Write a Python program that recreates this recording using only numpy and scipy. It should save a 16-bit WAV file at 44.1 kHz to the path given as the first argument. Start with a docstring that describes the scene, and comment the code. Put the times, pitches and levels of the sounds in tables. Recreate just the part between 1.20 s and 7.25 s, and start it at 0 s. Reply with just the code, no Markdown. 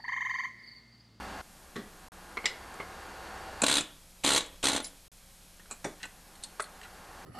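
"""In a yard, an air hammer fires three short bursts into a flywheel shaft; a pry bar, the chisel and a crate click around them.
Blows and knocks are short pushes of noise that ring each thing's own tones; the hammer's air is shaped noise.
A short noise tail gives the echo of the yard. A tape camcorder adds steady hiss, wavering hum, a low drone
and the whirr of its motor, which sinks under each burst and swells in the pauses; the sound drops out twice."""
import sys
import numpy as np
from scipy import signal
from scipy.fft import rfft, irfft
from scipy.io import wavfile
from scipy.ndimage import uniform_filter1d

SR = 44100
rng = np.random.default_rng(int(sys.argv[2]) if len(sys.argv) > 2 else 0)


def dump(signal):
    """Clip the signal to [-1, 1] and save it as 16-bit WAV at the path in sys.argv[1]."""
    limited = np.clip(np.atleast_2d(signal).T, -1, 1)
    pcm = np.round(limited * 32767).astype(np.int16)
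    wavfile.write(sys.argv[1], SR, pcm)


def invert_db(level):
    """Linear amplitude ratio for a level in decibels (20 dB per decade), elementwise."""
    return 10 ** (np.asarray(level, dtype=float) / 20)


N = 266805
T = np.arange(N) / SR  # time of each sample [s]

# In every table of modes or colour the levels are relative: they set the balance, not the final loudness.
# steady firing: (first blow [s], trigger off [s], first rate [Hz], last rate [Hz],
#                 typical peak [dB], thump against peak [dB])
HAMMER_RUNS = [(2.4819, 2.589, 67.1, 75.7, -15.5, -8), (3.0613, 3.183, 70.77, 69, -15.5, -6),
               (3.4545, 3.49, 69.5, 68.5, -14.5, -8)]
# single blows as the piston starts, stumbles and coasts:
# (time [s], peak [dB], rattle of the steel [ms], thump against peak [dB])
SINGLE_BLOWS = [(2.4385, -14.5, 3, 4), (2.4643, -14.5, 4.5, -11.5), (3.047, -15, 2.1, -1),
                (3.2061, -25, 5, -5), (3.4393, -17, 7.4, -2.5), (3.497, -24, 9.6, 1),
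                (3.5171, -21.5, 2.8, -4.5), (3.531, -20.5, 4.5, -1.5), (3.5492, -26, 3.6, 5),
                (3.5625, -19.5, 1.9, -2.5), (3.5775, -27.5, 2.9, 4), (3.6017, -30, 2.7, 3)]
# ringing tones of chisel and shaft: (pitch [Hz], width before damping [Hz], level [dB])
STEEL_MODES = [(2200, 61, -4), (2820, 52, -9), (3150, 38, -11), (3400, 9, -1), (3480, 50, 3), (3820, 60, 1),
               (4020, 130, 6.5), (6190, 88, 1), (6830, 82, -5), (7370, 150, 2), (8040, 80, -12),
               (8420, 110, 4), (8910, 63, -2), (9800, 190, -7.5)]
# broad sound of chisel and shaft: (frequency [Hz], level per Hz [dB])
STEEL_BODY = [(590, -44), (1000, 2.5), (1080, 2.5), (1790, 2.5), (2090, -4), (2440, -3), (4000, 2.5),
              (5620, -6), (6130, -4), (9210, -13), (13800, -11)]
# ringing tones of the engine block on its stand: (pitch [Hz], width before damping [Hz], level [dB])
BLOCK_MODES = [(279, 52, 3), (484, 20, -5), (849, 24, -0.5), (1094, 12, 2), (1422, 54, 0), (1720, 37, -22)]
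# broad sound of the engine block: (frequency [Hz], level per Hz [dB])
BLOCK_BODY = [(29, -44), (50, -16), (173, -13.5), (274, -11), (486, -9), (564, -6.5), (835, -6.5),
              (1200, -16), (2500, -19), (3250, -11), (5500, -120)]
# exhaust air, one row a pull of the trigger:
# (open [s], shut [s], level at opening [dB], level at shutting [dB])
AIR_PULLS = [(2.417, 2.585, -42.5, -34.5), (3.035, 3.185, -30, -33.5), (3.4275, 3.575, -32.5, -40)]
# colour of the exhaust air: (frequency [Hz], level per Hz [dB])
AIR_COLOUR = [(1500, -7), (2500, -2), (3500, -1.5), (5200, -13), (7500, -4.5), (9500, -9.5), (12000, -20),
              (14000, -35)]
# whistle of the closing valve: (start [s], end [s], middle pitch [Hz], full level [dB])
VALVE_WHISTLE = (3.622, 3.684, 10050, -45.5)

# Knocks: each thing has a table of hits, then a pair of tables for its tones and its broad body.
# pry bar hits: (time [s], peak [dB], rattle [ms], tilt per octave [dB])
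BAR_HITS = [(1.171, -24.5, 3.3, -1), (1.176, -24, 2.8, -2.5), (1.184, -32.5, 12, -7),
            (1.2423, -27.5, 10, -5.5), (1.6, -26.5, 11.6, -5)]
# pry bar: tones (pitch [Hz], width before damping [Hz], level [dB]); body (frequency [Hz], level per Hz [dB])
BAR = ([(450, 44, -20.5), (1120, 76, -34), (1880, 23, -44), (2150, 14, 2), (2910, 30, -22),
        (4200, 35, -17)], [(120, -48), (200, -29), (829, -22), (1170, -5), (1790, -21), (2160, -7),
        (2480, -12), (12000, -55), (15600, -78), (22000, -120)])
# sharp snaps: (time [s], peak [dB], rattle [ms], tilt per octave [dB])
SNAP_HITS = [(1.2565, -13, 4.9, -2.3), (1.263, -21.5, 5.3, -5), (3.6432, -29, 11.3, 9.5)]
# snap: tones (pitch [Hz], width before damping [Hz], level [dB]); body (frequency [Hz], level per Hz [dB])
SNAP = ([(2070, 45, -6.5), (2220, 45, -5), (2880, 23, -5), (4020, 40, 2), (5020, 50, -5), (5200, 27, -13),
         (6140, 100, -46), (7200, 50, -5), (6960, 19, -26)], [(120, -55), (200, -31), (1660, -27),
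         (2150, -7.5), (2470, -15), (3960, -8), (4720, -9), (7310, -17), (13000, -86)])
# crate hits: (time [s], peak [dB], rattle [ms], tilt per octave [dB])
CRATE_HITS = [(.558, -30.5, 1.9, .1), (.563, -27, 1.7, -.1)]
# crate: tones (pitch [Hz], width before damping [Hz], level [dB]); body (frequency [Hz], level per Hz [dB])
CRATE = ([(196, 27, 4), (417, 24, 2), (1140, 60, -8), (1430, 90, -19), (1910, 75, -14), (3420, 80, -20),
         (4050, 100, -23)], [(59, -39), (150, 2), (368, 9), (886, -21), (1910, 0.5), (2340, -26),
         (3440, -13), (8000, -37), (10400, -65), (17600, -120)])
# flywheel hits: (time [s], peak [dB], rattle [ms], tilt per octave [dB])
FLYWHEEL_HITS = [(4.6437, -26, 5, 3.5), (4.648, -22, 11, -1.1), (4.663, -29.5, 9, -8)]
# flywheel: tones (pitch [Hz], width before damping [Hz], level [dB]); body (frequency [Hz], level per Hz [dB])
FLYWHEEL = ([(422, 18, -5), (689, 27, -22), (870, 33, -20), (2200, 86, -16), (2900, 37, -16),
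             (3480, 30, -9), (4580, 88, -22), (5700, 76, -14), (7000, 31, -20), (8580, 42, -16)],
             [(47, -36), (100, -3), (446, 7.5), (1570, -4), (2150, -6.5), (3140, -30), (3410, -16),
             (5080, -23), (7100, -16), (12000, -35), (15600, -67), (22000, -120)])
# hits on the chisel collar, some at the start and end of a burst:
# (time [s], peak [dB], rattle [ms], tilt per octave [dB])
COLLAR_HITS = [(1.5413, -43, 3, 7), (2.418, -13.5, 3.7, 2.8), (2.4245, -20.5, 2.2, -7.5),
               (2.4352, -15.5, 2.5, -1), (2.608, -23, 4, 2.5), (3.261, -41, 4, 5), (3.6664, -46, 1.5, -8),
               (3.6824, -43, 1.5, 6), (4.503, -44.5, 6.9, -1), (4.5106, -28, 5, 1.5), (4.517, -37, 18, -1),
               (4.5234, -34, 5.7, 1), (4.854, -35.5, 4.4, -0.5)]
# chisel collar: tones (pitch [Hz], width before damping [Hz], level [dB]); body (frequency [Hz], level per Hz [dB])
COLLAR = ([(860, 18, 6), (2480, 40, 11), (4040, 92, -1.5), (6940, 27, 6), (7460, 31, -26), (8090, 34, -32),
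           (9050, 53, -15), (10200, 46, -1)], [(120, -43), (200, 5), (883, 5.5), (1600, 7), (2520, -28),
           (3210, -10), (4180, -4), (5240, -13), (7830, 10.5), (13000, -25)])
# shaft hits: (time [s], peak [dB], rattle [ms], tilt per octave [dB])
SHAFT_HITS = [(4.396, -45.5, 6, -5), (4.801, -44.5, 40, 1), (4.830, -29.5, 5.2, 2.5),
              (4.837, -31.5, 9.1, -4.5), (5.614, -39, 2.4, 2.5), (5.631, -40, 14, 1)]
# shaft: tones (pitch [Hz], width before damping [Hz], level [dB]); body (frequency [Hz], level per Hz [dB])
SHAFT = ([(1510, 21, -2), (1850, 30, 2), (1950, 52, 1.5), (2720, 30, 2), (4000, 110, -11), (5550, 100, -23),
          (6500, 69, -14), (7900, 140, -14)], [(120, -45), (200, -14), (1170, -10), (1870, -5), (2310, -13),
          (2750, 4), (3450, -8), (8260, -18), (13000, -41)])
# cover hits: (time [s], peak [dB], rattle [ms], tilt per octave [dB])
COVER_HITS = [(4.457, -47.5, 7.5, -.1), (5.397, -20.5, 4, -.5), (5.402, -24, 4.9, -0.079),
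              (5.651, -40, 15, -.1)]
# cover: tones (pitch [Hz], width before damping [Hz], level [dB]); body (frequency [Hz], level per Hz [dB])
COVER = ([(596, 58, -6), (1155, 55, -19), (1430, 43, -3), (1950, 59, -6), (2960, 67, -34), (3430, 64, -18)],
          [(120, -54), (200, -14), (580, -15), (966, -10), (1440, 1.5), (2890, -28), (4180, -30),
          (8000, -29), (10400, -57), (17600, -120)])
# chisel hits: (time [s], peak [dB], rattle [ms], tilt per octave [dB])
CHISEL_HITS = [(5.154, -46, 4, -5), (5.226, -43, 9, -5), (5.236, -27.5, 6.6, 1), (5.401, -33, 10, 11),
               (5.421, -30.5, 5.2, 9), (5.4394, -39.5, 4.9, -6.5)]
# chisel: tones (pitch [Hz], width before damping [Hz], level [dB]); body (frequency [Hz], level per Hz [dB])
CHISEL = ([(4320, 22, 9), (4450, 120, -6), (7080, 57, -15), (8700, 55, -6), (8540, 60, -3), (8950, 40, 4),
          (10170, 30, 6.5)], [(880, -49), (1500, -9), (2850, -5), (4280, 6.5), (4940, -15), (5510, -5.5),
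          (8660, 5.5), (13000, -31)])

# how long the yard rings: (frequency [Hz], time to fall by 60 dB [s])
YARD_DECAY = [(100, 0.35), (400, 0.4), (1500, 0.39), (2800, 0.33), (3350, 0.41), (3900, 0.26), (7000, 0.24),
              (12000, 0.083)]
# colour of the motor whirr: (frequency [Hz], level per Hz [dB])
WHIRR_COLOUR = [(35, -31), (60, 6), (148, -16), (178, -23.5), (335, -4.5), (404, -5.5), (520, -4),
                (615, -5.5), (758, -1.5), (1200, -5), (1610, -7.5), (2450, -15), (9000, -27.5),
                (11700, -65), (19800, -120)]
# gear lines in the whirr: (pitch [Hz], level [dB])
WHIRR_LINES = [(764.4, -61.5), (855.9, -64.5), (1077, -63.5), (1437, -63), (1572, -72.5), (1620, -63.5),
               (1707, -67.5), (1798, -66.5), (2067, -73), (2336, -79), (2519, -85), (2772, -70),
               (4134, -79), (4317, -81), (4495, -70.5), (4673, -72), (5572, -81), (6654, -77)]
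# colour of the low drone: (frequency [Hz], level per Hz [dB])
DRONE_COLOUR = [(70, -12), (130, -10), (185, 4.5), (300, -2), (450, -16), (900, -52)]
# colour of the tape hiss: (frequency [Hz], level per Hz [dB])
HISS_COLOUR = [(15, -10), (30, -13), (60, -11), (140, -17), (300, -27), (600, -24), (1500, -28),
               (3000, -27), (8000, -26), (12900, -27), (13100, -48), (13700, -50)]
# hum tones, about whose levels they waver: (pitch [Hz], level [dB])
HUM_LINES = [(31, -60.5), (177.6, -69), (538.3, -76), (1620, -85), (2277, -78.5), (2519, -80), (3235, -78),
             (3957, -81), (4134, -77), (4495, -83.5), (5216, -78), (6654, -79)]
# faint difference of right and left: (frequency [Hz], level against the common sound [dB])
MISMATCH = [(60, -47), (110, -44), (200, -50), (360, -48.5), (660, -44), (1210, -35.5), (2210, -35),
            (4030, -23), (7340, -28.5), (13400, -13.5)]
# silent gaps of the tape: (start [s], end [s])
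DROPOUTS = [(.8848, .9194), (3.881, 3.917)]

STEP_S = 0.214  # whirr and drone suddenly drop here [s]
WHIRR_DB, WHIRR_BEFORE_STEP_DB = -43, -41.5  # full levels
DRONE_DB, DRONE_BEFORE_STEP_DB = -58.5, -50


def level(x, db):
    """Scale a sound to an average (rms) level in dB."""
    return x * invert_db(db) / np.sqrt(np.mean(x ** 2))


def shape(points, size):
    """Filter gain drawn through (Hz, dB) points, on a log frequency scale."""
    hz, db = np.transpose(points)
    f = np.fft.rfftfreq(size, 1 / SR)
    return invert_db(np.interp(np.log(f + 1), np.log(hz), db))


def noise(points):
    """Steady noise of a given colour, rms 1."""
    white = rng.standard_normal(N)
    return level(irfft(rfft(white) * shape(points, N), N), 0)


def walk(rate):
    """Smooth random drift with spread near 1: random steps at a rate in Hz, averaged twice."""
    k = int(SR / rate)
    steps = np.repeat(rng.standard_normal(N // k + 1), k)
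    return 1.34 * uniform_filter1d(uniform_filter1d(steps, k), k)[:N]


def tones(lines, waver):
    """Steady sine tones whose phases wander a little."""
    total = np.zeros(N)
    for hz, db in lines:
        wander = waver * np.cumsum(walk(15)) / SR
        total += np.sqrt(2) * invert_db(db) * np.sin(2 * np.pi * hz * T + wander + 7 * rng.random())
    return total


def gate(start, end, edge_s):
    """1 between two times, with straight ramps at both ends."""
    return np.clip(np.minimum(T - start, end - T) / edge_s, 0, 1)


def strike(thing, hits, body_db, scatter_db, damp, tail_db, tail_ms,
           rise_ms=0.84, jolt=1.1, width=6, size=8192):
    """A contact, a dying rattle and a faint shudder ring a thing's tones and its broad body."""
    modes, body = thing
    f = np.fft.rfftfreq(size, 1 / SR)
    ms = 1000 * np.arange(size) / SR
    lead = 64  # samples of room ahead, as the body filter also acts a little early
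    out = np.zeros(N + size)
    for s, db, rattle_ms, tilt_db in hits:
        fade = np.exp(-ms / max(rattle_ms, 0.3)) + invert_db(tail_db) * np.exp(-ms / tail_ms)
        push = rng.standard_normal(size) * fade * np.minimum(ms / rise_ms, 1)
        # the first touch is one clean shove, alike on every hit
        push[:int(width)] -= jolt * np.hanning(int(width))
        # each hit draws small random changes of every mode's level and pitch
        level_change, pitch_change = rng.standard_normal((2, len(modes)))
        ring = 0
        for g, e, (hz, mode_width, mode_db) in zip(level_change, pitch_change, modes):
            pitch = hz * (1 + 0.002 * e)
            loss = 1j * f * damp * mode_width
            ring = ring + invert_db(mode_db + scatter_db * g) * loss / (pitch ** 2 - f ** 2 + loss)
        # the far treble rolls off
        colour = (ring + invert_db(body_db) * shape(body, size)) / (1 + (f / 11000) ** 8)
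        # a positive tilt makes the hit brighter, a negative one duller
        colour = colour * invert_db(tilt_db * np.log2(np.clip(f, 200, 10000) / 2500))
        sound = irfft(rfft(np.roll(push, lead)) * colour, size)
        # the strongest 6 ms lie about 8 dB under the peak
        strongest = np.sqrt(uniform_filter1d(sound ** 2, 260).max())
        at = int(s * SR) - lead
        out[at:at + size] += sound * invert_db(db - 8) / strongest
    return out[:N]


def hammer():
    """Steel on steel, the thump of the block under it, and the exhaust air."""
    s, db, rattle_ms, thump_db = blows().T
    no_tilt = 0 * s
    steel = strike((STEEL_MODES, STEEL_BODY), zip(s, db, rattle_ms, no_tilt), body_db=-1.5,
                   scatter_db=3.0, damp=3.4, tail_db=-20.5, tail_ms=14.5, rise_ms=1.6, jolt=0.3)
    # the block rattles longer than the steel and starts a touch earlier
    thumps = zip(s - 0.0004, db + thump_db, 1.44 * rattle_ms, no_tilt)
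    block = strike((BLOCK_MODES, BLOCK_BODY), thumps, body_db=5.5, scatter_db=0.6, damp=1.15,
                   tail_db=-11, tail_ms=25.4, rise_ms=1.6, jolt=1.68, width=34)
    return steel + block + exhaust()


def blows():
    """Rows (s, peak dB, rattle ms, thump dB) of every piston blow; no two steady strokes are quite alike."""
    rows = list(SINGLE_BLOWS)
    for first, off, first_hz, last_hz, db, thump_db in HAMMER_RUNS:
        s = first
        while s < off:
            chance = rng.standard_normal(3)
            rows.append((s + 0.0004 * chance[0], db + 0.8 * chance[1], 4.5, thump_db + 0.81 * chance[2]))
            rate = first_hz + (s - first) / (off - first) * (last_hz - first_hz)
            s += 1 / rate
    return np.array(rows)


def exhaust():
    """Air rushes out while the trigger is held and bleeds away; the last closing of the valve whistles."""
    rise_s, fall_db_per_s = 0.003, 700
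    flow = np.zeros(N)
    for on, off, open_db, shut_db in AIR_PULLS:
        held_db = np.interp(T, [on, off], [open_db, shut_db])
        bleed_db = fall_db_per_s * np.maximum(T - off, 0)
        flow += gate(on, T[-1] + 1, rise_s) * invert_db(held_db - bleed_db)
    air = noise(AIR_COLOUR) * invert_db(2.6 * walk(150)) * flow
    start, end, hz, db = VALVE_WHISTLE
    # the whistle swells by 6 dB over its first half
    swell_db = -6 * (1 - np.clip(2 * (T - start) / (end - start), 0, 1))
    tone = np.sin(2 * np.pi * np.cumsum(hz + 80 * walk(400)) / SR)
    loudness = invert_db(db + swell_db + 2.0 * walk(150)) * gate(start, end, edge_s=0.007)
    return air + np.sqrt(2) * loudness * tone


def knocks():
    """Tools shifting and touching the engine: each touch rings the thing that is hit."""
    # (thing, hits, body [dB], damping factor, shudder [dB], shudder [ms])
    things = [(BAR, BAR_HITS, -8, 1.6, -22, 25), (SNAP, SNAP_HITS, -0.5, 4.5, -15, 26),
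              (CRATE, CRATE_HITS, -6, 1.6, -13, 45), (FLYWHEEL, FLYWHEEL_HITS, -2, 2.5, -10, 36),
              (COLLAR, COLLAR_HITS, -2, 3.1, -18, 18), (SHAFT, SHAFT_HITS, -7, 1.6, -18, 22),
              (COVER, COVER_HITS, -1.5, 2.5, -24, 15), (CHISEL, CHISEL_HITS, -4, 2.5, -18, 22)]
    return sum(strike(thing, hits, body_db, 1.2, damp, tail_db, tail_ms)
               for thing, hits, body_db, damp, tail_db, tail_ms in things)


def yard(x, size=32768):
    """Walls and crates return a short diffuse tail: noise that dies away band by band."""
    t = np.arange(size) / SR
    f = np.log(np.fft.rfftfreq(size, 1 / SR) + 1)
    centres = np.log(np.array(YARD_DECAY)[:, 0])
    tail = 0
    for k, (hz, t60) in enumerate(YARD_DECAY):
        # each band fades into its neighbours
        weight = np.interp(f, centres, np.arange(len(centres)) == k)
        band = irfft(rfft(rng.standard_normal(size)) * np.sqrt(weight), size)
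        tail = tail + band * np.exp(-np.log(1000) * t / t60)
    # silent for 3 ms, then the tail fades in
    tail = tail * np.clip((t - 0.003) / 0.0044, 0, 1)
    tail = invert_db(-13.5) * tail / np.sqrt(np.sum(tail ** 2))
    return signal.fftconvolve(x, tail)[:N]


def sink():
    """How far (dB) the motor sound lies under its full level; the climb back rounds off near the top."""
    step_sink_db, burst_sink_db, climb_db_per_s = 17.5, 34.5, 12
    dips = [(STEP_S, STEP_S, step_sink_db)]
    dips += [(on, off, burst_sink_db) for on, off, *_ in AIR_PULLS]
    depths = [np.where(T < on, -99, db - climb_db_per_s * np.maximum(T - off, 0)) for on, off, db in dips]
    deepest_db = np.max(depths, axis=0)
    return 10 * np.log10(1 + invert_db(deepest_db) ** 2)


def camcorder():
    """Motor whirr with gear lines and a low drone that sink and climb, over steady tape hiss and wavering hum."""
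    rush = level(noise(WHIRR_COLOUR), -49.5) * invert_db(0.78 * walk(10))
    whirr = level(rush + invert_db(-0.5) * tones(WHIRR_LINES, waver=12), 0)
    whirr = whirr * invert_db(np.where(T < STEP_S, WHIRR_BEFORE_STEP_DB, WHIRR_DB - sink()))
    # the drone sinks half as far in dB
    drone_db = np.where(T < STEP_S, DRONE_BEFORE_STEP_DB, DRONE_DB - 0.5 * sink())
    drone = noise(DRONE_COLOUR) * invert_db(drone_db + 0.97 * walk(16))
    hiss = level(noise(HISS_COLOUR), -57)
    hum = tones(HUM_LINES, waver=15.8) * invert_db(1.25 * walk(5))
    return whirr + drone + hiss + hum


def scene():
    """One microphone, the same on both channels."""
    blasts, clicks = hammer(), knocks()
    # the knocks face the microphone and wake the yard less
    echo = yard(blasts + invert_db(-3) * clicks)
    return np.tile(blasts + clicks + echo + camcorder(), (2, 1))


def band_limit(x):
    """A steep low-pass at the top of the band."""
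    return signal.sosfilt(signal.butter(12, 13990, fs=SR, output="sos"), x)


def record(dry):
    """The loudest peaks are rounded, the channels differ a little, the top is cut and the tape drops out twice."""
    soft = np.tanh(2.465 * dry) / 2.57
    side = irfft(rfft(soft[0] * walk(300)) * shape(MISMATCH, N), N)
    pair = soft + side * np.array([[1], [-1]])
    # steep low-pass at 13.7 kHz
    low_pass = signal.ellip(12, 0.2, 90, 13700, fs=SR, output="sos")
    mix = signal.sosfilt(low_pass, pair)
    for start, end in DROPOUTS:
        mix[:, int(start * SR):int(end * SR)] = 0
    return band_limit(mix)


dry = scene()
out = record(dry)
dump(out)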